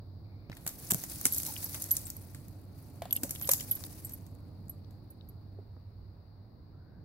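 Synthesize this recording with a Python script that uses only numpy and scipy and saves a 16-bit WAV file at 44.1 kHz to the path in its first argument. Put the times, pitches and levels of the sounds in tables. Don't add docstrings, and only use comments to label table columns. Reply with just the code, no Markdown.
import sys
import numpy as np
from scipy import signal
from scipy.fft import rfft, irfft, next_fast_len
from scipy.io import wavfile
from scipy.ndimage import uniform_filter1d

SR = 44100
rng = np.random.default_rng(int(sys.argv[2]) if len(sys.argv) > 2 else 0)


def materialize(psi):
    bounded = np.clip(np.atleast_2d(psi).T, -1, 1)
    quanta = np.round(bounded * 32767).astype(np.int16)
    wavfile.write(sys.argv[1], SR, quanta)


N = 310816

# (frequency [Hz], spectral level [dB])
AIR_SPECTRUM = [(20, -27), (65, -11), (130, -13), (250, -25), (450, -31), (1080, -41), (2000, -52),
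                (3300, -65), (3850, -53.5), (4600, -48.5), (5200, -60), (5800, -72.5), (7000, -78.5),
                (10000, -65), (15800, -52.5)]
# (frequency [Hz], correlation [1])
AIR_CORRELATION = [(60, 1), (240, 0.83), (950, 0.16), (3770, 0.01), (15000, 0.025)]
# (time [s], level [dB])
RUMBLE_LEVEL = [(0.0, -57), (1.43, -49), (2.86, -53.5), (3.16, -47.5), (5.6, -57.5), (5.8, -68),
                (7.05, -58.5)]
HUM_LEVEL = [(0.0, -46), (0.53, -51), (0.61, -64), (1.71, -49.5), (3.59, -52), (4.91, -48), (5.16, -53.5),
             (5.38, -46.5), (7.05, -58)]
# (frequency [Hz], spectral level [dB])
RUMBLE_SPECTRUM = [(60, -2.5), (140, 3), (220, -4.5), (300, -1.5), (380, -14), (600, -16.5), (800, -20.5),
                   (1500, -36.5)]
# (time [s], duration [s], first pitch [Hz], target pitch [Hz], bandwidth [Hz], level [dB])
WHISTLE_GLIDES = [(0.243, 0.33, 2300, 2290, 320, -76.5), (1.466, 0.045, 874, 870, 120, -53),
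                  (3.545, 0.085, 7200, 6800, 900, -62), (6.715, 0.3, 1232, 1580, 300, -76.5)]
# (time [s], level [dB], pitch [Hz])
LOW_THUDS = [(0.4955, -26.5, 125), (0.659, -38, 154), (0.9185, -19.5, 172), (0.9445, -21.5, 165),
             (1.254, -27.5, 268), (3.018, -26.5, 683), (3.053, -35.5, 730), (3.23, -22, 265),
             (3.245, -33, 563), (3.4875, -21.5, 543), (5.585, -38.5, 392), (5.764, -41, 253),
             (6.714, -43.5, 200)]
# (time [s], level [dB], relative level of the low part [dB])
LARGE_SNAPS = [(0.4968, -55, 5.5), (0.5161, -50.5, 5.5), (0.5681, -42.5, -2.5), (0.6639, -25.5, -12),
               (0.6754, -19.5, -20), (0.69, -32, -17), (0.9062, -15.5, -17), (0.9105, -16, -21),
               (0.9345, -22.5, -26), (1.037, -26.5, -17), (1.2532, -9.5, -20.5), (1.266, -18, -32),
               (1.3344, -23, -48), (1.3448, -21, -43.5), (1.3814, -18, -44.5), (1.4318, -27.5, -28),
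               (1.4634, -24.5, -29), (1.7434, -26.5, -13), (1.749, -30, -11), (1.8208, -22.5, -32),
               (1.9084, -18, -39), (1.9665, -18.5, -35), (2.0672, -31.5, -26), (2.101, -27, -29.5),
               (2.3466, -37, -9), (2.4818, -45.5, -40), (3.0199, -39, 1.5), (3.0534, -39.5, -3.5),
               (3.2331, -17, -21), (3.2928, -30.5, -15), (3.3074, -20, -27), (3.3503, -31, -19.5),
               (3.4126, -28, -11), (3.473, -25, -28.5), (3.4905, -13.5, -14.5), (3.5085, -21, -24.5),
               (3.5144, -9, -27), (3.5339, -10.5, -27.5), (3.6065, -25.5, -30.5), (4.0941, -35, -45),
               (4.2642, -45, -18), (4.9072, -53.5, -11.5)]
# (frequency [Hz], gain [dB])
FRACTURE_BRIGHT = [(1500, -42), (2500, -31), (5000, -20.5), (9000, -6), (12000, 3), (15700, -7.5),
                   (16000, -39)]
FRACTURE_LOW = [(250, -8), (700, 4.5), (2000, 6), (4000, -3.5), (7000, -16.5), (10000, -49.5)]
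# (time [s], level [dB])
PAW_EFFORT = [(.5, -69), (.64, -61.5), (.88, -47.5), (1.08, -46), (1.45, -41.5), (1.78, -45.5),
              (1.88, -47.5), (2.0, -47.5), (2.13, -58), (2.3, -61.5), (2.72, -75), (2.77, -65.5),
              (3.08, -68), (3.2, -61), (3.4, -51), (3.62, -48), (4.15, -59), (4.3, -77.5), (6.3, -99)]
# (frequency [Hz], gain [dB])
GRIT_SPECTRUM = [(1500, -55), (2200, -26), (3300, -8), (4300, -2), (7000, -3), (10000, 11), (14000, 10.5),
                 (15800, 10.5)]
SOIL_SPECTRUM = [(250, -6), (600, 0), (1200, -5.5), (2500, -6), (4000, -26.5), (6000, -37)]
GRAIN_BANDS = [3034, 5280, 8370, 10700, 14670]
# (time [s], level [dB], pitch [Hz])
PEBBLE_TICKS = [(0.5267, -42.5, 2070), (1.5628, -36, 2940), (1.662, -43.5, 910), (3.772, -43.5, 980),
                (3.806, -48, 1250), (3.8375, -43, 4560), (4.845, -63.5, 4550), (5.2091, -58, 3890),
                (5.765, -60, 1005)]
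# (time [s], level [dB])
TWIG_CRACKS = [(0.5515, -32), (0.9034, -13), (0.9184, 1.5), (0.9454, -3), (1.213, -13), (1.2638, -2),
               (1.4006, -13), (1.451, -12), (1.4893, -18), (1.628, -19), (1.6945, -25), (1.7095, -27),
               (1.8008, -27.5), (1.826, -21.5), (1.8412, -13), (1.863, -25.5), (2.0075, -30), (3.546, -13),
               (3.648, -26), (3.831, -34.5), (3.8383, -13.5), (3.868, -28), (3.912, -29.5), (4.351, -39),
               (4.683, -36)]
# (time [s], level [dB], relative level of the low modes [dB], T60 of the high modes [s])
CLIP_BLOWS = [(1.3234, -25, -30, 0.04), (1.345, -40, -30, 0.11), (1.3655, -33, -33, 0.04),
              (1.3743, -28, -35, 0.025), (1.6427, -28.5, -29, 0.035), (1.914, -21.5, -40, 0.073),
              (2.053, -57.5, 11.5, 0.03), (2.166, -38, -35, 0.022), (3.109, -32, -40, 0.014),
              (3.1268, -15.5, -34.5, 0.017), (3.152, -36, -32, 0.018), (3.1638, -21.5, -42, 0.018),
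              (3.212, -44, -40, 0.019), (3.4224, -36, -30, 0.121), (3.452, -41, -17, 0.07),
              (3.4727, -34.5, -41.5, 0.027), (3.7112, -24.5, -45, 0.071), (3.751, -34.5, -20, 0.05),
              (3.85, -42.5, -18, 0.043), (4.0472, -36.5, -12, 0.045), (4.12, -43, -25, .03),
              (4.1348, -36.5, -31, 0.036), (4.695, -37.5, -36, 0.037), (5.1033, -50, -36, 0.068),
              (5.2884, -49.5, -48, 0.04)]
# (frequency [Hz], level [dB])
CLIP_HIGH_MODES = [(11760, 8), (11100, -11), (12250, -8), (11870, -7)]
# (frequency [Hz], level [dB], T60 [s])
CLIP_LOW_MODES = [(8244, 4.5, 0.12), (7410, -2, 0.04)]
# (time [s], level [dB])
CLASP_TOUCHES = [(3.1083, -51), (3.1264, -49), (3.1595, -51), (3.172, -52.5), (3.3588, -54), (3.429, -58),
                 (3.445, -56), (3.5982, -52), (3.6093, -48), (3.717, -53)]
# (frequency [Hz], level [dB])
CLASP_MODES = [(2790, 2.5), (3130, 4), (3400, -2.5)]
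# (frequency [Hz], gain [dB])
PORT_RESPONSE = [(60, -2.5), (300, -2.5), (700, 0), (2600, 0), (3600, 9), (6000, 13), (7600, 9), (9200, 0),
                 (10500, -4), (15000, -2)]


def amp(db):
    return 10 ** (np.asarray(db) / 20)


def unit_rms(x):
    return x / np.sqrt(np.mean(x ** 2) + 1e-20)


def at_frequency(points, hz):
    f, value = np.transpose(points)
    return np.interp(np.log(hz + 1), np.log(f + 1), value)


def contour(points):
    return np.interp(np.arange(N) / SR, *np.transpose(points))


def colour(x, points):
    size = next_fast_len(x.shape[-1])
    hz = np.fft.rfftfreq(size, 1 / SR)
    inside = (hz > points[0][0]) & (hz < points[-1][0])
    return irfft(rfft(x, size) * amp(at_frequency(points, hz)) * inside, size)[..., :x.shape[-1]]


def place(mix, start, sound, port_lag_s=0.00016):
    lags = port_lag_s * np.array([2 * rng.random(), 1])
    for side, lag, wave in zip(mix, lags, sound * np.ones((2, 1))):
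        part = side[round((start + lag) * SR):][:len(wave)]
        part += wave[:len(part)]


def noise_pair(length, correlation):
    a, b = rng.standard_normal((2, length))
    return np.array([a, correlation * a + np.sqrt(1 - correlation ** 2) * b])


def air(patch_db=1.2, fade_from_s=4.6, fade_db_per_s=-2):
    frames, hz = N // 512 + 5, np.fft.rfftfreq(2048, 1 / SR)[:, None]
    a, b, c, d, patches = rng.standard_normal((frames, 1025, 5)).T
    patches = unit_rms(uniform_filter1d(uniform_filter1d(patches, 20, axis=0), 8, axis=1))
    correlation = at_frequency(AIR_CORRELATION, hz)
    left = a + 1j * b
    right = correlation * left + np.sqrt(1 - correlation ** 2) * (c + 1j * d)
    fade_db = fade_db_per_s * np.maximum(np.arange(frames) * 512 / SR - fade_from_s, 0)
    level_db = at_frequency(AIR_SPECTRUM, hz) + np.where(hz < 3000, patch_db * patches, fade_db)
    spectra = np.array([left, right]) * amp(level_db) * (hz < AIR_SPECTRUM[-1][0])
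    return amp(-52.5) * unit_rms(signal.istft(spectra, nperseg=2048, noverlap=1536)[1][:, :N])


def rumble():
    return amp(contour(RUMBLE_LEVEL)) * unit_rms(colour(noise_pair(N, 0.767), RUMBLE_SPECTRUM))


def hum(pitch_hz=96.5, half_width_hz=5.6):
    hz = np.fft.rfftfreq(N, 1 / SR)
    peak = 1 / (1 + ((hz - pitch_hz) / half_width_hz) ** 2)
    tone = unit_rms(irfft(rfft(rng.standard_normal(N)) * peak, N))
    tone /= np.sqrt(0.072 + uniform_filter1d(tone ** 2, 4000))
    return amp(contour(HUM_LEVEL)) * unit_rms(tone)


def whistles(glide_s=0.1):
    out = np.zeros((2, N))
    for start, duration, first_hz, target_hz, width_hz, db in WHISTLE_GLIDES:
        t = np.arange(0, duration, 1 / SR)
        pitch_hz = target_hz + (first_hz - target_hz) * np.exp(-t / glide_s)
        carrier = np.exp(2j * np.pi * np.cumsum(pitch_hz) / SR)
        pole = np.exp(-np.pi * width_hz / SR)
        noise = noise_pair(len(t), 1) + 1j * noise_pair(len(t), 1)
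        fuzz = signal.lfilter([1], [1, -2 * pole, pole ** 2], noise)
        envelope = amp(db) * np.sin(np.pi * t / duration) ** 0.13
        place(out, start, envelope * unit_rms((fuzz * carrier).real))
    return out


def impacts(rows, t60, rise_s, puff_gain):
    out, t = np.zeros((2, N)), np.arange(6000) / SR
    for start, db, hz in rows:
        puff = unit_rms(colour(noise_pair(6000, .7), [(hz * .5, -12), (hz, 0), (hz * 1.2 + 600, -16)]))
        envelope = amp(db - 60 * t / t60) * np.minimum(t / rise_s, 1) ** 2
        place(out, start + rise_s / 2, envelope * (np.sin(2 * np.pi * hz * t) + puff_gain * puff))
    return out


def low_thuds():
    return impacts(LOW_THUDS, t60=0.044, rise_s=0.0021, puff_gain=.35)


def fracture_spectrum(bright, low):
    return colour(bright, FRACTURE_BRIGHT) + colour(low, FRACTURE_LOW)


def small_snaps(count=50):
    when, quantile = rng.random((count, 2)).T
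    starts = PAW_EFFORT[0][0] + when * (PAW_EFFORT[-2][0] - PAW_EFFORT[0][0])
    levels = np.interp(starts, *np.transpose(PAW_EFFORT)) + 1.5 - np.log(quantile + .02)
    return [(start, db, -26) for start, db in zip(starts, levels)]


def snaps(rise_s=.0028, t60=0.015, scatter_t60=0.295):
    bright, low = np.zeros((2, 2, N))
    t = np.arange(4000) / SR
    clip_clicks = [(start - .001, db - 8, -26.5) for start, db, *_ in CLIP_BLOWS]
    for start, db, low_db in LARGE_SNAPS + clip_clicks + small_snaps():
        stretch = rng.uniform(.9, 1.4) * amp(0.12 * (db + 22))
        decay = amp(-60 * np.maximum(t - rise_s, 0) / (t60 * stretch))
        scatter = amp(-17 - 0.11 * (db + 20.5) - 60 * t / scatter_t60)
        burst = amp(db) * np.minimum(t / rise_s, 1) ** 2 * (decay + scatter) * noise_pair(4000, 0.9)
        place(bright, start - rise_s / 2, burst)
        place(low, start - rise_s / 2, amp(low_db) * burst)
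    return fracture_spectrum(bright, low)


def scraping(grains_per_band_s=90, grain_rise_s=.0012, grain_t60=.005, flutter_db=2):
    t = np.arange(N) / SR
    moving = np.clip(np.minimum(t - PAW_EFFORT[0][0], PAW_EFFORT[-1][0] - t) / 0.03, 0, 1)
    flutter = amp(flutter_db * unit_rms(colour(rng.standard_normal(N), [(6, 4), (80, -9.5)])))
    grain = np.minimum(t[:800] / grain_rise_s, 1) * amp(-60 * t[:800] / grain_t60)
    grit = 0.59 * noise_pair(N, 0.12)
    for hz in GRAIN_BANDS:
        strength = amp(3 * np.minimum(rng.exponential(1, N), 3.5))
        collisions = rng.random(N) < grains_per_band_s / SR
        bursts = signal.oaconvolve(strength * collisions, grain)[:N]
        band = [(hz * 0.84, -25), (hz * .8, 0), (hz * 1.25, 0), (hz * 1.9, -25)]
        grit += colour(0.35 * unit_rms(bursts) * noise_pair(N, 0.99), band)
    effort_db = contour(PAW_EFFORT)
    fine = amp(effort_db) * unit_rms(colour(grit, GRIT_SPECTRUM))
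    soil_db = -62.5 + 0.55 * (uniform_filter1d(effort_db, round(0.12 * SR)) + 50)
    coarse = amp(soil_db) * unit_rms(colour(noise_pair(N, 0.0828), SOIL_SPECTRUM))
    return moving * flutter * (fine + coarse)


def pebble_ticks():
    return impacts(PEBBLE_TICKS, t60=.014, rise_s=0.00081, puff_gain=1.3)


def cracks(rise_s=.0005, t60=.0035, low_db=-19):
    bright, low = np.zeros((2, 2, N))
    t = np.arange(600) / SR
    for start, db in TWIG_CRACKS:
        burst = amp(db - 60 * t / t60) * np.minimum(t / rise_s, 1) * np.sign(noise_pair(600, 0.87))
        place(bright, start, burst)
        place(low, start, amp(low_db) * burst)
    return fracture_spectrum(bright, low)


def clip_clinks(detune=.003, linger_t60=0.2):
    out, t = np.zeros((2, N)), np.arange(8000) / SR
    linger = amp(-36 - 60 * t / linger_t60)
    for start, db, low_db, high_t60 in CLIP_BLOWS:
        modes = [(hz, mode_db, high_t60) for hz, mode_db in CLIP_HIGH_MODES]
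        modes += [(hz, mode_db + low_db, t60) for hz, mode_db, t60 in CLIP_LOW_MODES]
        phases = 2 * np.pi * rng.random(6)
        shifts_db = 4.3 * np.tanh(rng.standard_normal(6)) * (np.arange(6) > 0)
        ring = 0
        for (hz, mode_db, t60), phase, shift_db in zip(modes, phases, shifts_db):
            wave = np.sin(2 * np.pi * hz * (1 + detune * np.cos(phase)) * t + phase)
            ring += amp(mode_db + shift_db) * (amp(-60 * t / t60) + linger) * wave
        chatter = unit_rms(colour(rng.standard_normal(8000), [(15, -12), (250, -7)]))
        clink = ring * amp(3.5 * np.tanh(chatter))
        clink *= np.linalg.norm(ring) / np.linalg.norm(clink)
        place(out, start, amp(db) * np.minimum(t / .001, 1) * clink)
    return out


def clasp_rattles(ring_t60=.035, click_t60=.014):
    out, t = np.zeros((2, N)), np.arange(4000) / SR
    for start, db in CLASP_TOUCHES:
        ring = 0
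        for hz, mode_db in CLASP_MODES:
            cycle, shift_db = rng.random(), rng.uniform(-3, 3)
            ring += amp(mode_db + shift_db - 60 * t / ring_t60) * np.sin(2 * np.pi * (hz * t + cycle))
        noise = unit_rms(colour(noise_pair(4000, .7), [(1800, -10), (3000, 0), (5500, -12)]))
        click = 2.6 * amp(-60 * t / click_t60) * noise
        place(out, start, amp(db) * np.minimum(t / .0006, 1) * (ring + click))
    return out


def scene():
    transients = snaps() + cracks() + clip_clinks() + low_thuds() + clasp_rattles() + pebble_ticks()
    return transients + scraping() + air() + rumble() + hum() + whistles()


def record(dry, cutoff_hz=16900):
    size = next_fast_len(N + 4096)
    port = amp(at_frequency(PORT_RESPONSE, np.fft.rfftfreq(size, 1 / SR)))
    padded = np.pad(dry[0], (2048, size - N - 2048), "reflect")
    left = irfft(rfft(padded) * port, size)[2048:][:N]
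    low_pass = signal.firwin(511, cutoff_hz, window=("kaiser", 9), fs=SR)
    return signal.oaconvolve(np.array([left, dry[1]]), low_pass[None], "same")


dry = scene()
out = record(dry)
materialize(out)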